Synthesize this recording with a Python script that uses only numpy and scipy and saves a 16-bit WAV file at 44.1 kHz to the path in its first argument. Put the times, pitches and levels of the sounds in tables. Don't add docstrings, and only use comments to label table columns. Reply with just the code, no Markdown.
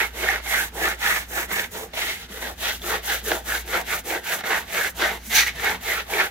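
import sys
import numpy as np
from scipy import signal
from scipy.fft import rfft, irfft, next_fast_len
from scipy.io import wavfile
from scipy.ndimage import uniform_filter1d, map_coordinates

SR = 44100
rng = np.random.default_rng(int(sys.argv[2]) if len(sys.argv) > 2 else 0)


def boost(x):
    u = np.asarray(x, float) / 20
    return 10 ** u


def transcribe(u):
    v = np.clip(np.atleast_2d(u).T, -1, 1)
    q = np.round(v * 32767).astype(np.int16)
    wavfile.write(sys.argv[1], SR, q)


N = 277830


def unit(x):
    return x / np.sqrt(np.mean(x ** 2) + 1e-20)


def along(points, hz):
    f, v = np.transpose(points)
    return np.interp(np.log(hz + 1), np.log(f + 1), v)


def curves(rows):
    s, *cols = np.transpose(rows)
    return [np.interp(np.arange(N) / SR, s, c) for c in cols]


def wobble(rate):
    coarse = np.arange(0, N + 64, 64)
    knots = rng.standard_normal(int(N * rate / SR) + 4)
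    return np.interp(np.arange(N), coarse, map_coordinates(knots, [coarse * rate / SR]))


def filtered(x, response):
    m = next_fast_len(N + SR // 8, True)
    gain = np.asarray(response(np.fft.rfftfreq(m, 1 / SR)), np.complex64)
    return irfft(rfft(np.float32(x), m) * gain, m)[..., :N]


def mode(hz, width, f):
    return 1j * f * width / (hz * hz - f * f + 1j * f * width)


def body(modes):
    return lambda f: sum((-1) ** k * boost(db) * mode(hz, w, f) for k, (hz, w, db) in enumerate(modes))


# frequency in Hz, level in dB per Hz.
AIR_SPECTRUM = [(25, -8), (45, 5.5), (100, -2.5), (300, -4.5), (850, -20), (1600, -5), (3600, -18),
                (5000, -20), (7300, -27), (8600, -28), (14800, -44), (16000, -35)]
# frequency in Hz, left-right likeness 0-1.
PORT_LIKENESS = [(60, 0.92), (300, 0.95), (480, 0.91), (750, 0.56), (1700, 0.53), (4000, 0.45),
                 (9000, 0.24), (15000, 0.21)]
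# centre in Hz, width in Hz, level in dB.
FRAME_MODES = [(80.3, 21, 1), (114.4, 8.9, -3.5), (163, 19, -5.5), (188, 12, 1.5), (244.6, 26, -2)]


def air():
    def angle(hz):
        return np.arccos(np.clip(along(PORT_LIKENESS, hz), 0, 1)) / 2

    def mid_side(hz):
        return boost(along(AIR_SPECTRUM, hz)) * [np.cos(angle(hz)), np.sin(angle(hz))]

    mid, side = filtered(rng.standard_normal((2, N)), mid_side)
    floor = unit(np.array([mid + side, mid - side]))
    drone = unit(filtered(rng.standard_normal(N), lambda f: body(FRAME_MODES)(f) ** 2))
    return boost(-49.0) * floor + boost(-55.5 + 4.2 * wobble(4.01)) * drone


# time in seconds, level in dB.
HUM_LEVEL = [(0.0, -44), (0.19, -40), (1.45, -44.5), (1.67, -57), (2.12, -45), (2.17, -67), (2.26, -46),
             (3.35, -39.5), (4.19, -49), (4.37, -77), (4.47, -56), (5.18, -42.5), (6.04, -47), (6.3, -50)]


def fridge():
    motor_hz = 58.6 + 0.13 * wobble(2.7)
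    phase = 2 * np.pi * np.cumsum(motor_hz) / SR
    level = boost(curves(HUM_LEVEL)[0] + 2.5 + 1.5 * wobble(6.8))
    return level * (np.sin(phase) + boost(-36) * np.sin(2 * phase))


# start in seconds, peak in dB, pitch in Hz.
THUMPS = [(1.52, -35.5, 194), (1.874, -46, 174), (2.3, -41, 202), (2.421, -49, 248), (2.808, -45, 188),
          (3.228, -38.5, 218), (3.939, -41, 171), (4.434, -36, 190), (5.003, -42, 242), (5.273, -34, 222),
          (5.545, -41, 153)]


def thumps():
    out, t = np.zeros(N + SR), np.arange(SR // 5) / SR
    for start_s, db, hz in THUMPS:
        envelope = boost(db + 2.5 - 60 * t / 0.21) * (1 - np.exp(-t / 0.0062))
        out[round(start_s * SR):][:len(t)] += envelope * np.sin(2 * np.pi * hz * t)
    return out[:N]


# start in seconds, peak in dB, ring in Hz.
CREASES = [(0.2886, -6.5, 1840), (0.3594, -14, 1850), (0.302, -25, 6000), (0.56, -16, 2050),
           (1.515, -20, 1520), (1.935, -36, 1970), (2.8182, -28, 3500), (3.5217, -12.5, 1700),
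           (3.7532, -14, 1380), (4.441, -20.5, 1680), (4.5463, -14, 1920), (4.7505, -34, 2130),
           (5.3844, -14, 2200), (5.434, -14, 1900), (5.466, -17, 1940), (5.4722, -16, 1950),
           (5.4814, -16.5, 2180), (5.886, -18, 1690), (5.919, -15, 2000), (6.137, -13, 2320)]
# start in seconds, peak in dB.
SNAPS = [
    (0.886, -11.5),
    (3.8143, -16),
]


def catches():
    out, t = np.zeros(N + SR), np.arange(SR // 20) / SR
    for start_s, db, hz in CREASES:
        ring = boost(-60 * t / 0.023) * np.sin(2 * np.pi * hz * t)
        crack = 0.26 * boost(-60 * t / 0.004) * rng.standard_normal(len(t))
        out[round(start_s * SR):][:len(t)] += boost(db - 2.0) * (ring + crack)
    for start_s, db in SNAPS:
        treble = np.diff(rng.standard_normal(len(t) + 1))
        out[round(start_s * SR):][:len(t)] += boost(db - 2 - 60 * t / .003) * treble
    return filtered(out[:N], lambda f: mode(3100, 8500, f))


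def slips(grain_db, clump_db):
    clumps = wobble(45) + 0.54 * wobble(160)
    size = boost(grain_db * rng.exponential(size=N) + clump_db * clumps)
    return unit(size * rng.standard_normal((3, N)))


# time in seconds, level in dB.
BARE_LEVEL = [(5.2, -58), (5.295, -57), (5.34, -36), (5.356, -23.5), (5.39, -21), (5.41, -26),
              (5.45, -39.5), (5.475, -38), (5.53, -63)]
# centre in Hz, width in Hz, level in dB.
VARNISH_MODES = [(870, 140, 2), (1580, 140, 6), (2240, 710, 4.5), (4360, 1200, 3), (6000, 400, 5.5),
                 (6640, 350, 1)]


def bare_wood():
    t = np.arange(N) / SR
    on = (t > BARE_LEVEL[0][0]) & (t < BARE_LEVEL[-1][0])
    chatter = unit(filtered(slips(grain_db=1.0, clump_db=0.5), lambda f: body(VARNISH_MODES)(f) ** 2))
    return on * boost(curves(BARE_LEVEL)[0] + 7.5) * chatter


# time in seconds, depth in dB, slowing in seconds,
# release in seconds.
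HALTS = [(1.93, 16, 0.046, 0.003), (2.278, 8, 0.014, 0.0067), (4.432, 15, 0.0076, 0.0035),
         (5.29, 13, 0.04, 0.0064), (5.458, 8.5, 0.017, 0.0067), (1.504, 6, 0.021, 0.0049),
         (2.17, 5, 0.022, .03), (2.4, 4.5, 0.036, 0.01), (5.62, 4, .03, .012), (1.55, 5.5, 0.0054, .005),
         (4.384, 5.5, 0.019, 0.0039)]


def grip():
    t = np.arange(N) / SR
    sunk_db = sum(db * np.interp(t, [s - 2 * fall, s, s + 2 * rise], [0, 1, 0]) for s, db, fall, rise in HALTS)
    return boost(-sunk_db)


# start in seconds, share of the stroke
# where fastest, share where pressed hardest, hiss in dB.
STROKES_TO_AND_FRO = [(-0.15, 0.36, 0.45, -34.5), (0.118, 0.43, 0.64, -37), (0.418, 0.5, 0.55, -32),
                      (0.712, 0.53, 0.61, -36), (0.974, 0.38, 0.43, -32.5), (1.268, 0.61, 0.63, -34.5),
                      (1.477, 0.31, 0.35, -34.5), (1.7, 0.25, 0.3, -41), (1.91, 0.37, 0.32, -39.0),
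                      (2.268, 0.55, 0.64, -42.5), (2.562, 0.46, 0.49, -36), (2.803, 0.42, 0.56, -34),
                      (3.016, 0.45, 0.49, -32.5), (3.221, 0.33, 0.43, -34.1), (3.432, 0.47, 0.46, -33),
                      (3.642, 0.56, 0.61, -36), (3.845, 0.49, 0.48, -34.5), (4.03, 0.36, 0.61, -35),
                      (4.217, 0.59, 0.55, -34), (4.421, 0.42, 0.49, -35), (4.657, 0.58, 0.6, -33),
                      (4.935, 0.27, 0.42, -37.5), (5.213, 0.43, 0.59, -33.5), (5.535, 0.5, 0.57, -35.5),
                      (5.792, 0.45, 0.58, -35.5), (6.053, 0.52, 0.64, -36)]
LAST_TURN_S = 6.31


def progress():
    turns = np.append(np.transpose(STROKES_TO_AND_FRO)[0], LAST_TURN_S)
    place = np.interp(np.arange(N) / SR, turns, np.arange(len(turns)) - 1e-9)
    which = np.clip(place.astype(int), 0, len(STROKES_TO_AND_FRO) - 1)
    return which, np.clip(place - which, 0, 1)


def arch(top):
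    which, share = progress()
    top = np.clip(top, .1, .9)[which]
    return np.sin(np.pi / 2 * np.minimum(share / top, (1 - share) / (1 - top)))


# share where the table drums most, table pitch in Hz mid-stroke,
# pointedness of the press, motion kept through the opening turn as a factor.
STROKE_MANNER = [(0.49, 760, 1.38, 1), (0.59, 650, 1.01, 0.83), (0.51, 750, 1.06, 1.2),
                 (0.4, 540, 1.14, 0.74), (0.44, 820, 0.91, 1), (0.54, 600, 0.97, .9),
                 (0.2, 640, 0.74, 1.16), (0.56, 590, 0.78, 0.46), (0.11, 690, 0.93, 1.6),
                 (0.74, 550, 1.1, 1.58), (0.45, 670, 1.3, .8), (0.45, 506, 0.89, 1.05),
                 (0.45, 650, 1.3, 1.1), (0.49, 520, 1.3, 1.36), (0.43, 680, 1.4, 1.1),
                 (0.74, 530, 1.53, 1.27), (0.53, 670, 1.2, 1.48), (0.56, 420, 0.98, 0.82),
                 (0.7, 640, 0.75, 1.4), (.4, 720, 1.25, 2.05), (0.54, 610, 1.16, 1.17),
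                 (0.42, 660, 1.44, 0.68), (0.44, 700, 1.08, 0.84), (0.62, 695, 1.42, 1.48),
                 (0.5, 580, 1.27, 1.14), (0.49, 680, 1.18, 1.17)]


def follows(effort, peak_db, power, rest, pointed):
    which, share = progress()
    kept = np.append(np.transpose(STROKE_MANNER)[3], 1)
    nearest_turn = np.where(share < .5, kept[which], kept[which + 1])
    rest = np.clip(rest * nearest_turn, 0, .9)
    gain = boost(peak_db)[which] * (rest + (1 - rest) * effort ** pointed) ** power
    return uniform_filter1d(gain, size=SR // 100)


def favoured(push, modes, centre_hz, slope_db, fickle_db):
    hz, width, db = np.transpose(modes)[..., None]
    fickle = np.array([wobble(20) for _ in modes])
    octaves_off = np.abs(np.log2(hz) - np.log2(centre_hz))
    weight = np.float32(boost(db - slope_db * octaves_off + fickle_db * fickle))
    sign = (-1.) ** np.arange(len(modes))[:, None]
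    rings = filtered(push, lambda f: (sign * mode(hz, width, f) ** 2 / np.sqrt(width))[:, None])
    return unit(np.einsum("mn,mcn->cn", weight, rings) / np.linalg.norm(weight, axis=0))


# blade in dB, table in dB, rasp in dB, bent-blade pitch in Hz.
STROKE_BEARING = [(-17, -29.5, -28, 1820), (-23, -29, -31.5, 1880), (-23.3, -33, -31.5, 1840),
                  (-25.5, -30, -34, 1780), (-23.5, -33.5, -31.5, 1890), (-28, -33, -37.2, 1790),
                  (-25.5, -33.5, -34, 1800), (-41, -35, -43, 1820), (-31, -37.9, -32.5, 2000),
                  (-34.5, -35.5, -37.5, 1820), (-29.5, -36, -30, 1850), (-28, -29.5, -33, 1730.0),
                  (-26, -34.6, -30.5, 1680), (-28, -28, -33, 1720), (-26.5, -33.5, -33, 1730),
                  (-26, -29, -34.5, 1790), (-26, -33.5, -33, 1790), (-28.5, -30, -36, 1810),
                  (-28.5, -34.5, -35, 1760), (-24, -27.7, -33, 1860), (-24, -33.0, -33, 1790),
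                  (-23.5, -27.5, -31, 1820), (-25.0, -36, -30.5, 1880), (-24, -29, -31.5, 1800),
                  (-24.5, -33, -31.5, 1750), (-23, -27.5, -31, 1810)]
# centre in Hz, width in Hz, level in dB.
BLADE_MODES = [(1443, 397, 2.5), (1570, 292, 2.5), (1721, 337, 0), (1950, 270, -1.5), (2139, 200, 1.5),
               (2430, 660, 0)]
# centre in Hz, width in Hz, level in dB.
TABLE_MODES = [(322, 81, 1), (371.5, 56, -0.5), (446.6, 68, 4), (521.6, 61, -6.5), (637, 126, 1.5),
               (799.5, 174, 5), (947, 167, 4), (1123, 290, 3.5)]
# centre in Hz, width in Hz, level in dB.
RASP_MODES = [(2760, 690, 3), (3650, 855, 1.5), (4580, 650, -5.5), (5800, 650, -9.5), (6920, 390, -9.5)]
# frequency in Hz, level in dB per Hz.
HISS_SPECTRUM = [(3820, -13.5), (6500, 0.5), (9050, -4), (12000, 0.5), (15100, -0.5), (15700, -6),
                 (16200, -26), (16500, -43)]


def scrape():
    _, fastest, hardest, hiss_db = np.transpose(STROKES_TO_AND_FRO)
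    blade_db, table_db, rasp_db, bent_hz = np.transpose(STROKE_BEARING)
    drummed, middle_hz, pointed, _ = np.transpose(STROKE_MANNER)
    which, share = progress()
    pointed = pointed[which]
    press = arch(hardest)
    slide_starts = .15
    speed = np.clip((arch(fastest) - slide_starts) / (1 - slide_starts), 0, 1)

    slack_hz = 1900
    bend_hz = slack_hz + 1.53 * (bent_hz[which] - slack_hz) * press
    glide_oct = np.array([-0.065, 0.29])[which % 2]
    spot_hz = middle_hz[which] * 2 ** (glide_oct * (share - .5))

    push = slips(grain_db=2.5, clump_db=1.5)
    blade = favoured(push, BLADE_MODES, bend_hz, slope_db=15.5, fickle_db=2.5)
    table = favoured(push, TABLE_MODES, spot_hz, slope_db=8.5, fickle_db=3.0)
    legs = unit(filtered(push, lambda f: body(FRAME_MODES)(f) * mode(225, 146, f)))
    rasp = unit(filtered(push, lambda f: body(RASP_MODES)(f) * mode(4870, 2760, f)))
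    grain = slips(grain_db=1.5, clump_db=1.36)
    hiss = unit(filtered(grain, lambda f: boost(along(HISS_SPECTRUM, f))))

    ringing = follows(press, blade_db, power=3.62, rest=0.32, pointed=pointed)
    drumming = follows(arch(drummed), table_db, power=2.17, rest=0.23, pointed=pointed)
    rasping = follows(arch((hardest + fastest) / 2), rasp_db, power=2.33, rest=0.31, pointed=pointed)
    sliding = follows(speed, hiss_db, power=1.09, rest=0.06, pointed=pointed ** 0.13)
    sliding = sliding + boost(curves(BARE_LEVEL)[0] - 5.0)

    drum = boost(1.18) * drumming * table + boost(-32.0) * drumming ** 0.54 * legs
    edge = boost(2.0) * ringing * blade + boost(1.5) * rasping * rasp
    held = grip()
    return held * (edge + drum) + held ** 0.62 * boost(3.5) * sliding * hiss


# time in seconds, left minus right in dB.
HAND_PLACE = [(.25, -2.4), (1.75, -2.1), (2.2, -.6), (3.75, -.5), (4.2, -1.6), (6.2, -1.3)]
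# time in seconds, left lag in samples.
LEFT_LAG = [(.25, 4), (1.25, 6), (1.75, 6), (2.75, 3), (3.75, 2), (4.75, 2), (5.25, 0), (6.2, 4)]


def ports(trio):
    pan_db, lag = curves(HAND_PLACE)[0], curves(LEFT_LAG)[0]

    def alike(hz):
        return np.clip(along(PORT_LIKENESS, hz), 0, 1)

    shared = filtered(trio[0], lambda hz: np.sqrt(alike(hz)))
    late = map_coordinates(shared, [np.clip(np.arange(N) - lag, 0, N - 1)], order=3)
    own = filtered(trio[1:], lambda hz: np.sqrt(1 - alike(hz)))
    return (np.array([late, shared]) + own) * boost(np.array([pan_db, -pan_db]) / 2)


# frequency in Hz, time to fall 60 dB in seconds.
ROOM_DECAY = [(200, 0.6), (2000, 0.2), (10000, 0.023)]


def room(x):
    hz, t, z = signal.stft(rng.standard_normal((2, SR // 2)), SR, nperseg=256)
    decay = boost(-60 * t / along(ROOM_DECAY, hz)[:, None])
    scattered = (hz / (hz + 640))[:, None]
    tail = signal.istft(z * decay * scattered, SR, nperseg=256)[1]
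    return signal.oaconvolve(x, tail / np.linalg.norm(tail[0]), axes=1)[:, :N]


# frequency in Hz, left minus right in dB.
PORT_COLOUR = [(60, -2), (180, 1), (550, -0.5), (1650, -2), (4970, -1.0), (15000, -1.5)]


def scene():
    hand = ports(scrape() + bare_wood() + catches())
    hand = filtered(hand, lambda hz: boost(np.outer([.5, -.5], along(PORT_COLOUR, hz) + 1.3)))
    return hand + boost(-17) * room(hand) + thumps() + fridge() + air()


def low_pass(x):
    return signal.sosfilt(signal.butter(12, 17000, fs=SR, output="sos"), x)


def record(dry):
    held = dry / (1 + np.abs(dry / .95) ** 4) ** (1 / 4)
    top_hz = 15980
    return low_pass(np.float64(filtered(held, lambda hz: hz < top_hz)))


dry = scene()
out = record(dry)
transcribe(out)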